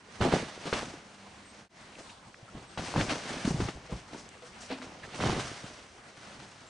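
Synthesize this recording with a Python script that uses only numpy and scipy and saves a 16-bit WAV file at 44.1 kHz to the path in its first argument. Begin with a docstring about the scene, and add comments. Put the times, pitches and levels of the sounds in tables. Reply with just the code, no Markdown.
"""A quiet bedroom, a small stereo microphone close to the bed: faint hum, hiss of still air, a stirring cover.
At 0.2 s a cat pounces on a ribbon: ringing paw thumps, plucked threads, swells of rustle, then flapping cover.
A far bird cheeps in gliding sines at 1.4 s, and near 1.69 s everything fades out and in again.
Scratches of filtered noise and more pounces follow; at 3.9 s paws knock on something hollow by the bed.
The play dies down after 6.4 s and the bird cheeps last."""
import sys
import numpy as np
from scipy import signal
from scipy.io import wavfile

SR = 44100
rng = np.random.default_rng(int(sys.argv[2]) if len(sys.argv) > 2 else 0)


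def master_out(mix):
    """Clip the mix to full scale and print it as 16-bit PCM to the path in sys.argv[1]."""
    frames = np.transpose(np.atleast_2d(mix))
    ceiling = np.clip(frames, -1, 1)
    pcm = np.round(ceiling * 32767).astype(np.int16)
    wavfile.write(sys.argv[1], SR, pcm)


def rack_gain(trim_db):
    """Turn a fader trim in dB into the linear factor to multiply a signal by."""
    fader = np.asarray(trim_db, float)
    return 10 ** (fader / 20)


N = 295205   # samples

# All levels are nominal, ahead of lifts, chance and the microphone.
# spectral shape of the still air, per Hz: f/Hz, level/dB
AIR = [(15, -37), (25, -8), (103, 3), (143, -5.5), (188, 3.5), (345, -2.5), (455, -1.5), (516, -1.5),
       (1070, -2), (2290, -6.5), (6770, -16.5), (8080, -17), (10400, -98), (13500, -75), (22000, -120)]
# left-right likeness of the air: f/Hz, likeness/1
AIR_LIKENESS = [(60, 0.98), (140, 1), (330, 0.91), (780, 0.64), (1840, 0.37), (4320, 0.59), (10200, 0.59)]
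# faint hum: t/s, level/dB of the strongest line
HUM = [(0, -70), (.9, -62), (1.2, -60), (1.6, -62), (1.69, -72), (6.69, -74)]
# lines of the hum: f/Hz, level/dB
HUM_LINES = [(101, -9), (198, 0), (300, -12)]
# the cat never lies quite still, faint steady rustle: t/s, level/dB
STIRRING = [(0, -69), (.1, -57.5), (.19, -52), (.55, -52), (.95, -50.5), (1.05, -58.5), (1.22, -56),
            (1.45, -62), (1.58, -53), (1.9, -58), (2.15, -68), (2.74, -66), (2.85, -43), (3.4, -43),
            (3.66, -51), (3.8, -56), (4.1, -59), (4.36, -64), (4.65, -54.5), (4.88, -55), (4.98, -63),
            (5.12, -66), (5.7, -57), (5.96, -66), (6.23, -52), (6.69, -58.5)]
# strokes of body and legs over the cover: t/s of the peak, rustle level/dB, rise/s, fall/s,
# fibre hiss level/dB re rustle
STROKES = [(.213, -32.5, .01, 0.32, -10.5), (.329, -32, 0.039, 0.19, -9), (.679, -41, 0.14, 0.14, -6.5),
           (.7305, -29, 0.0035, 0.11, -10.5), (.77, -42, .04, 0.23, -5.5), (1.995, -52, 0.04, 0.068, -1),
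           (2.1, -60, .03, .04, 0), (2.57, -52, 0.069, 0.22, -9), (2.777, -35, .004, 0.076, -9),
           (2.887, -42.5, 0.16, 0.11, -4), (3.011, -30.5, 0.09, 0.05, -7.5),
           (3.108, -29.5, 0.033, 0.085, -9.5), (3.327, -41.5, 0.29, 0.27, -9.5),
           (3.45, -42, 0.015, 0.19, -1), (3.614, -43, 0.12, 0.12, -3), (3.69, -38.5, 0.08, 0.017, -11.5),
           (3.928, -49.5, .07, 0.16, -5), (4.136, -50.5, .06, 0.095, -6), (4.185, -50, 0.12, 0.1, -1.5),
           (4.454, -53.5, .08, 0.13, -1.5), (4.635, -49.5, 0.077, 0.076, -1),
           (4.715, -38.5, 0.035, 0.087, -14.5), (4.831, -52, .03, 0.11, -2.5),
           (5.04, -46.5, 0.046, 0.078, -7), (5.145, -43, .004, 0.17, -2), (5.207, -34, .005, 0.19, -9),
           (5.3, -35.5, 0.26, 0.41, -9), (5.4, -42, 0.19, 0.5, -3.5), (5.67, -48.5, 0.065, 0.042, -5.5),
           (6.4, -53, 0.022, 0.089, -7)]
# weight pressed into the bedding: t/s of the peak, stuffing rumble level/dB, rise/s, fall/s,
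# mattress boom level/dB re rumble
PRESSES = [(.21, -24.5, .008, 0.13, -8), (.257, -26.5, 0.044, .09, -15), (.333, -23.5, 0.021, 0.11, -9.5),
           (.679, -29, 0.027, 0.027, -33), (.729, -33.5, .004, 0.16, -5), (.84, -42, 0.066, 0.19, -12),
           (2.008, -43, .05, 0.03, -25), (2.558, -46.5, 0.051, 0.15, 1.5), (2.777, -37, .004, 0.16, -5),
           (2.969, -31, 0.034, 0.16, -0.5), (3.011, -30.5, 0.068, 0.062, -4), (3.11, -34, 0.044, 0.12, -14),
           (3.327, -42, 0.22, 0.26, -14), (3.45, -39, .005, .4, 0), (3.614, -33, 0.12, 0.1, 1),
           (3.69, -39, 0.027, 0.05, -20), (3.758, -49.5, 0.041, 0.16, -2), (3.928, -41, 0.032, 0.094, 3.5),
           (4.136, -44.5, .05, 0.22, -17), (4.25, -66, 0.57, 0.37, 6), (4.454, -59, 0.06, .2, -4),
           (4.715, -40.5, 0.017, 0.099, -18), (4.86, -50.5, 0.087, 0.23, -7), (5.06, -50, 0.11, 0.066, 0.5),
           (5.14, -41, .005, 0.24, -16), (5.254, -28.5, 0.086, 0.22, -2.5),
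           (5.375, -33.5, 0.21, 0.056, -4.5), (5.645, -49, 0.026, 0.13, -4), (6.188, -59, .05, 0.046, 2),
           (6.42, -55.5, 0.054, 0.078, 6), (6.55, -71, 0.46, .5, 8)]
# spectral shapes of cover, stuffing and mattress, per Hz: f/Hz, level/dB
RUSTLE = [(380, -13.5), (650, -2.5), (921, -6), (998, -4.5), (1460, -4.5), (1760, -5), (6770, -13.5),
          (9150, -25.5), (10400, -83), (13500, -50), (22000, -120)]
RUMBLE = [(100, -45), (170, -0.5), (323, -3.5), (477, -5), (549, -9.5), (900, -6), (1170, -29),
          (1980, -120)]
MATTRESS = [(15, -45), (25, -33), (54, 3), (86, -5), (135, 8), (180, -9.5), (230, -38), (400, -120)]
# left-right likeness of the bedding: f/Hz, likeness/1
CLOTH_LIKENESS = [(60, 0.99), (140, 1.0), (330, 1), (780, 0.88), (1840, 0.72), (4320, 0.84), (10200, 0.67)]
# where the cat is: t/s, left re right level/dB
CLOTH_PAN = [(0.1, -6), (0.73, 0.5), (1.62, -2), (1.79, 2), (2.59, -2.5), (2.75, 2.5), (3.35, 0),
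             (3.58, 1.5), (4.84, 1.2), (4.99, -2.5), (5.92, 0.6), (6.69, 0)]
# paw and body landings in the stuffing: t/s, peak level/dB, starting f/Hz, ring/cycles
THUMPS = [(0.206, -14, 207, 1.9), (0.219, -17, 124, 3), (0.236, -13, 497, 1.8), (0.258, -30, 295, 1),
          (0.276, -16, 364, 1.5), (0.338, -0.5, 434, 1.4), (0.399, -21, 523, 1.8), (0.426, -20, 412, 1.1),
          (0.577, -27, 438, 1.9), (0.656, -24.5, 374, 3), (0.728, -13, 477, 3.5), (0.743, -22.5, 385, 3.7),
          (0.83, -21, 614, 2.2), (0.87, -34.5, 306, 8.1), (0.939, -32, 340, 5.8), (1.987, -32.5, 565, 3),
          (1.995, -36, 325, 2.1), (2.268, -45, 127, 7.3), (2.428, -39.5, 131, 4.4), (2.552, -22, 222, 1.1),
          (2.795, -16, 447, 1.14), (2.963, -14.5, 255, 2.7), (2.979, -17, 245, 2.4), (2.993, -16, 195, 2.3),
          (3.011, -13.5, 465, 1.7), (3.085, -21, 266, 1.5), (3.12, -20.5, 310, 6.2),
          (3.315, -26.5, 264, 4.5), (3.369, -27, 290, 4.4), (3.45, -19.5, 221, 4.5),
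          (3.476, -13.5, 287, 4.9), (3.507, -19.5, 175, 6.5), (3.544, -18.5, 165, 5.7),
          (3.603, -15.5, 330, 2.7), (3.594, -23, 85, 2.4), (3.621, -20, 218, 3), (3.628, -23, 72, 2.8),
          (3.688, -22.5, 360, 2.6), (3.752, -35, 66, 3.7), (3.925, -18.5, 188, 2.4),
          (3.935, -31, 62.4, 4.2), (4.129, -32, 307, 1.4), (4.704, -23, 452, 2.1), (5.154, -29, 323, 1.6),
          (5.208, -20, 480, 2.4), (5.241, -24.5, 223, 3.5), (5.256, -27, 261, 2.7), (5.274, -23, 368, 1.3),
          (5.297, -8, 301, 0.95), (5.366, -12, 403, 1.1), (5.409, -34, 285, 2.8), (5.516, -27, 330, 2.1),
          (5.642, -29.5, 206, 2.7), (5.708, -42, 293, 6), (6.177, -43, 141, 3), (6.39, -43, 121, 2.3)]
# claws pluck threads of the cover: t/s, peak level/dB, starting f/Hz
PLUCKS = [(0.2124, -21.5, 900), (0.2224, -15.5, 1270), (0.3262, -16, 1060), (0.7277, -17, 1520),
          (2.7749, -24.5, 902), (2.8074, -32, 1720), (2.94, -24, 970), (2.961, -16, 880),
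          (3.012, -16, 2220), (3.0927, -26, 2560), (3.457, -33, 1620), (3.6046, -25.5, 1180),
          (3.688, -25, 1130), (4.818, -30, 1620), (5.145, -30, 2250), (5.2031, -21, 1110),
          (5.238, -20, 1130), (5.2971, -19.5, 980), (5.397, -23, 1050)]
# the cover snaps taut or slaps down: t/s, peak level/dB
SLAPS = [(0.659, -16), (0.926, -31), (1.984, -26.5), (2.939, -27), (2.961, -11.5), (3.092, -13),
         (3.447, -18), (3.601, -16), (3.685, -17), (4.13, -28.5), (4.421, -28.5), (4.819, -20.5),
         (5.205, -15), (6.394, -25.5)]
# bird cheeps, one list each: t/s, f/Hz, level/dB
CHEEPS = [
    [(1.447, 7980, -67), (1.47, 8400, -63), (1.51, 8430, -62), (1.525, 8330, -67)],
    [(2.67, 8230, -65), (2.70, 8330, -65), (2.74, 8530, -67), (2.775, 8300, -67)],
    [(6.665, 7300, -64), (6.70, 7600, -60)],
]
# ribbon and claw tips drag over the weave: t/s, level/dB, centre f/Hz, width f/Hz, length/s
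SCRATCHES = [(1.952, -50, 2630, 900, 0.0089), (2.091, -50.5, 2660, 1800, 0.026),
             (2.342, -44.5, 1590, 900, 0.0068), (2.477, -49, 1320, 150, 0.026),
             (4.174, -57, 6000, 3000, 0.041), (4.29, -42, 4900, 6960, .0015),
             (4.3, -69.5, 5500, 4000, 0.013), (4.604, -50, 5800, 4220, 0.057),
             (4.708, -50, 4470, 1190, 0.042), (4.703, -48.5, 2530, 600, 0.078),
             (5.032, -42, 1700, 400, 0.028)]
# paws knock on something hollow at the bedside: t/s, peak level/dB, extra level/dB of the lowest mode
KNOCKS = [(3.896, -30, -15), (3.905, -50, -24), (4.422, -35.5, -18), (4.434, -32, -17), (4.703, -28, 5.5),
          (4.713, -28, -6), (4.722, -31.5, 8.5), (4.755, -37, 9), (4.799, -42, 13), (4.823, -35.5, 7.5),
          (4.846, -47, 0.5)]
# modes of the hollow thing: f/Hz, level/dB, t60/s (0.16 s at most is used)
HOLLOW = [(261, 0.5, 0.19), (490, 1.5, 0.13), (634, 0.5, 0.087), (840, -20, 0.055)]


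def rms_one(x):
    """Scaled to unit rms."""
    return x / np.sqrt(np.mean(x ** 2) + 1e-20)


def in_time(rows):
    """Columns of a curve, one value a sample."""
    s, *columns = np.transpose(rows)
    return [np.interp(np.arange(N) / SR, s, c) for c in columns]


def at_hz(points, hz):
    """A spectrum read on a log-frequency axis."""
    points = np.array(points)
    return np.interp(np.log(hz), np.log(points[:, 0]), points[:, 1])


def drift(rate):
    """Random wander of rms 1: noise through two equal lowpass poles at rate (Hz)."""
    step = 20   # computed on every 20th sample, then interpolated
    r = np.exp(-2 * np.pi * rate * step / SR)
    noise = rng.standard_normal(N // step + 2002)
    slow = signal.lfilter([1], [1, -2 * r, r * r], noise)[2000:]   # past the filter's start
    return np.interp(np.arange(N) / step, np.arange(len(slow)), rms_one(slow))


def bands(spectrum, likeness, patchy_db, patch_rate, grain=1):
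    """Half-octave bands of stereo noise with own level, flicker and likeness: (centre Hz, sound) pairs."""
    edges = 25 * 2 ** np.arange(0, 9.1, .5)
    together = drift(patch_rate)
    white = rng.standard_normal((2, 2, N)) * grain
    for k, (low, high) in enumerate(zip(edges, edges[1:])):
        hz = np.sqrt(low * high)
        if spectrum[0][0] <= hz <= spectrum[-1][0]:
            band = signal.butter(2, [low, high], "band", fs=SR, output="sos")
            mid, side = signal.sosfilt(band, white[k % 2])   # neighbours draw on separate noise
            alike = np.clip(at_hz(likeness, hz), 0, 1)
            flicker_db = patchy_db * (0.52 * together + 0.56 * drift(patch_rate))
            gain = rack_gain(at_hz(spectrum, hz) + flicker_db)
            yield hz, gain * (np.sqrt(1 + alike) * mid + np.sqrt(1 - alike) * side * [[1], [-1]])


def swells(rows):
    """Summed power of swells that grow and die at steady dB rates, for the main layer and the one tied to it."""
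    swell_db = 20   # level change over one rise or fall
    main, tied, t = np.zeros(N), np.zeros(N), np.arange(N) / SR
    for s, peak_db, rise, fall, tied_db in rows:
        near = slice(max(round((s - 3 * rise) * SR), 0), round((s + 3 * fall) * SR))
        away = np.maximum((s - t[near]) / max(rise, .001), (t[near] - s) / max(fall, .001))
        power = rack_gain(peak_db - swell_db * away) ** 2
        main[near] += power
        tied[near] += power * rack_gain(tied_db) ** 2
    return main, tied


def blows(rows, lift_db, rise, sag):
    """Damped rings that lose 30 dB over their cycles; rise is in cycles, sag lowers the pitch per cycle."""
    out = np.zeros(N)
    for s, peak_db, hz, cycles in rows:
        start = round(s * SR)
        turns = hz * np.arange(min(SR // 4, N - start)) / SR
        decay = rack_gain(peak_db + lift_db - 30 * turns / max(cycles, .5))
        shape = (1 - np.exp(-turns / rise)) * decay
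        out[start:][:len(turns)] += shape * np.sin(2 * np.pi * turns / (1 + sag * turns))
    return out


def still_air():
    """Steady broadband noise whose bands flicker slowly."""
    air = sum(sound for hz, sound in bands(AIR, AIR_LIKENESS, patchy_db=3.5, patch_rate=6.3))
    return rack_gain(-53.5) * rms_one(air)


def hum():
    """Low lines that waver together in pitch and strength."""
    level_db, = in_time(HUM)
    turns = np.cumsum(1 + 0.0136 * drift(4.45)) / SR
    throb_db = 4 * drift(10)
    lines = sum(rack_gain(db + throb_db) * np.sin(2 * np.pi * hz * turns) for hz, db in HUM_LINES)
    return np.sqrt(2) * rack_gain(level_db) * lines


def cloth_noise():
    """Fibres catch and slip in clumps of grains: the body of the rustle and its hiss, each of rms 1."""
    split_hz, catches_per_s = 4200, 2500
    catching = rng.random(N) < catches_per_s * rack_gain(6.0 * drift(20)) / SR
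    strength = rack_gain(2.97 * np.minimum(rng.exponential(1, N), 4))
    grain = 0.8 + 1.13 * catching * strength
    parts = list(bands(RUSTLE, CLOTH_LIKENESS, patchy_db=1.0, patch_rate=16.0, grain=grain))
    body = sum(sound for hz, sound in parts if hz < split_hz)
    hiss = sum(sound for hz, sound in parts if hz >= split_hz)
    return rms_one(body), rms_one(hiss)


def bedding_noise():
    """Lumpy noise of the stuffing and smoother noise of the mattress, each of rms 1."""
    lumps = rng.random(N) < 300 / SR   # 300 a second
    grain = 0.65 + 8.4 * lumps * rack_gain(3.0 * np.minimum(rng.exponential(1, N), 2))
    stuffing = bands(RUMBLE, CLOTH_LIKENESS, patchy_db=1.5, patch_rate=39, grain=grain)
    mattress = bands(MATTRESS, CLOTH_LIKENESS, patchy_db=4.5, patch_rate=24)
    return rms_one(sum(sound for hz, sound in stuffing)), rms_one(sum(sound for hz, sound in mattress))


def duvet():
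    """Strokes rustle and hiss, presses rumble in the stuffing and boom in the mattress; all add in power."""
    stir_hiss_db, stir_rumble_db, stir_boom_db = -5.5, -5, -13   # re the steady rustle
    hiss_lag_s = .012   # fine fibres join a stroke late
    stir = rack_gain(in_time(STIRRING)[0]) ** 2
    body, hiss = cloth_noise()
    rumble, boom = bedding_noise()
    slap_body, slap_hiss = slaps()
    stroke_body, stroke_hiss = swells(STROKES)
    late = np.exp(-1 / (hiss_lag_s * SR))
    stroke_hiss = signal.lfilter([1 - late], [1, -late], stroke_hiss)
    press_rumble, press_boom = swells(PRESSES)
    body = body * np.sqrt(stir + stroke_body + slap_body)
    hiss = hiss * np.sqrt(stir * rack_gain(stir_hiss_db) ** 2 + stroke_hiss + slap_hiss)
    rumble = rumble * np.sqrt(stir * rack_gain(stir_rumble_db) ** 2 + press_rumble)
    boom = boom * np.sqrt(stir * rack_gain(stir_boom_db) ** 2 + press_boom)
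    pan_db, = in_time(CLOTH_PAN)
    return (body + hiss) * rack_gain([pan_db / 2, -pan_db / 2]) + rumble + boom


def bedroom(x):
    """Room echo of a mono sound: six feedback delays a side, duller on every round."""
    t60_s, wall_cut_hz = 0.087, 8800
    out, dull = np.zeros((2, N)), np.exp(-2 * np.pi * wall_cut_hz / SR)
    lags = (rng.uniform(0.013, 0.035, 12) * SR).astype(int)
    for k, lag in enumerate(lags):
        loop, gain, state = x.copy(), rack_gain(-60 * lag / SR / t60_s), [0.]
        for i in range(lag, N, lag):
            back, state = signal.lfilter([gain * (1 - dull)], [1, -dull], loop[i - lag:i], zi=state)
            loop[i:i + lag] += back[:N - i]
        out[k % 2] += (loop - x) * (-1) ** (k // 2)   # echoes only, signs mixed
    return out


def thumps():
    """A soft landing sucks the air in first, then rings a few cycles, sagging in pitch as the stuffing gives way."""
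    return -blows(THUMPS, lift_db=0.5, rise=0.14, sag=0.033)


def claws():
    """A plucked thread ticks at once and is damped by the cloth."""
    ring_cycles = 2.04
    return -blows([(*row, ring_cycles) for row in PLUCKS], lift_db=8.0, rise=0.21, sag=0.01)


def slaps():
    """Power envelopes of body and hiss: each slap rises within a few milliseconds and dies away."""
    crest_db, treble_db = 19.5, -11   # peak over envelope; hiss re body
    rise_s, t60_s = 0.0036, 0.13
    body = np.zeros(N)
    for s, peak_db in SLAPS:
        start = round(s * SR)
        t = np.arange(min(SR // 2, N - start)) / SR
        shape = (1 - np.exp(-t / rise_s)) * rack_gain(-60 * t / t60_s)
        body[start:][:len(t)] += (rack_gain(peak_db - crest_db) * shape) ** 2
    return body, body * rack_gain(treble_db) ** 2


def bird():
    """Thin gliding whistles with soft ends."""
    out, t = np.zeros(N), np.arange(N) / SR
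    for rows in CHEEPS:
        hz, level_db = in_time(rows)
        ends = np.clip(np.minimum(t - rows[0][0], rows[-1][0] - t) / .006, 0, 1)
        whistle = np.sin(2 * np.pi * np.cumsum(hz) / SR)
        out += np.sqrt(2) * rack_gain(level_db) * ends * whistle
    return out


def scratches():
    """Dense thread slips excite one resonance for the length of the stroke."""
    out, slips = np.zeros(N), rng.standard_normal((len(SCRATCHES), SR // 8))
    t = np.arange(SR // 8) / SR
    for (s, db, hz, width_hz, length), noise in zip(SCRATCHES, slips):
        r = np.exp(-np.pi * width_hz / SR)
        stage = [1, 0, -1, 1, -2 * r * np.cos(2 * np.pi * hz / SR), r * r]
        tone = rms_one(signal.sosfilt([stage, stage], noise))
        stroke = np.sin(np.pi * np.sqrt(np.clip(t / length, 0, 1)))   # quick catch, slower release
        out[round(s * SR):][:len(t)] += rack_gain(db) * stroke * tone
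    return out


def knocks():
    """Each knock strikes every mode with a strength of its own; a flat paw favours the lowest."""
    strength_db = rng.normal(0, 2, (len(KNOCKS), len(HOLLOW)))
    strength_db[:, 0] += np.array(KNOCKS)[:, 2]
    rows = []
    for (s, peak_db, _), strengths in zip(KNOCKS, strength_db):
        for (hz, db, t60), own_db in zip(HOLLOW, strengths):
            cycles = min(t60, .16) * hz / 2   # 30 dB takes half of t60
            rows.append((s, peak_db + db + own_db, hz, cycles))
    return blows(rows, lift_db=-12.0, rise=0.28, sag=0)


def scene():
    """Cat and duvet close by with the room's echo, over still air, hum and the far bird."""
    near = duvet() + thumps() + claws() + scratches() + knocks()
    echo = rack_gain(-23.5) * bedroom(near.mean(axis=0))
    far_bird = bird() * rack_gain([[1.5], [-1.5]])   # a little to the left
    return near + echo + still_air() + hum() + far_bird


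def roll_off(x):
    """The treble ends steeply here."""
    return signal.sosfilt(signal.butter(12, 10750, fs=SR, output="sos"), x)


def record(dry):
    """The microphone rounds peaks and cuts the top; the sound fades out and in again."""
    join_s, fade_out_s, fade_in_s = 1.688, .095, .11
    rounded = 0.43 * np.tanh(dry / 0.48)
    top_cut = signal.cheby2(16, 45, 10950, fs=SR, output="sos")   # 45 dB down from 10950 Hz
    t = np.arange(N) / SR - join_s
    fade = np.clip(np.maximum(-t / fade_out_s, t / fade_in_s), 0, 1)
    mix = signal.sosfilt(top_cut, rounded) * fade
    return roll_off(mix)


dry = scene()
out = record(dry)
master_out(out)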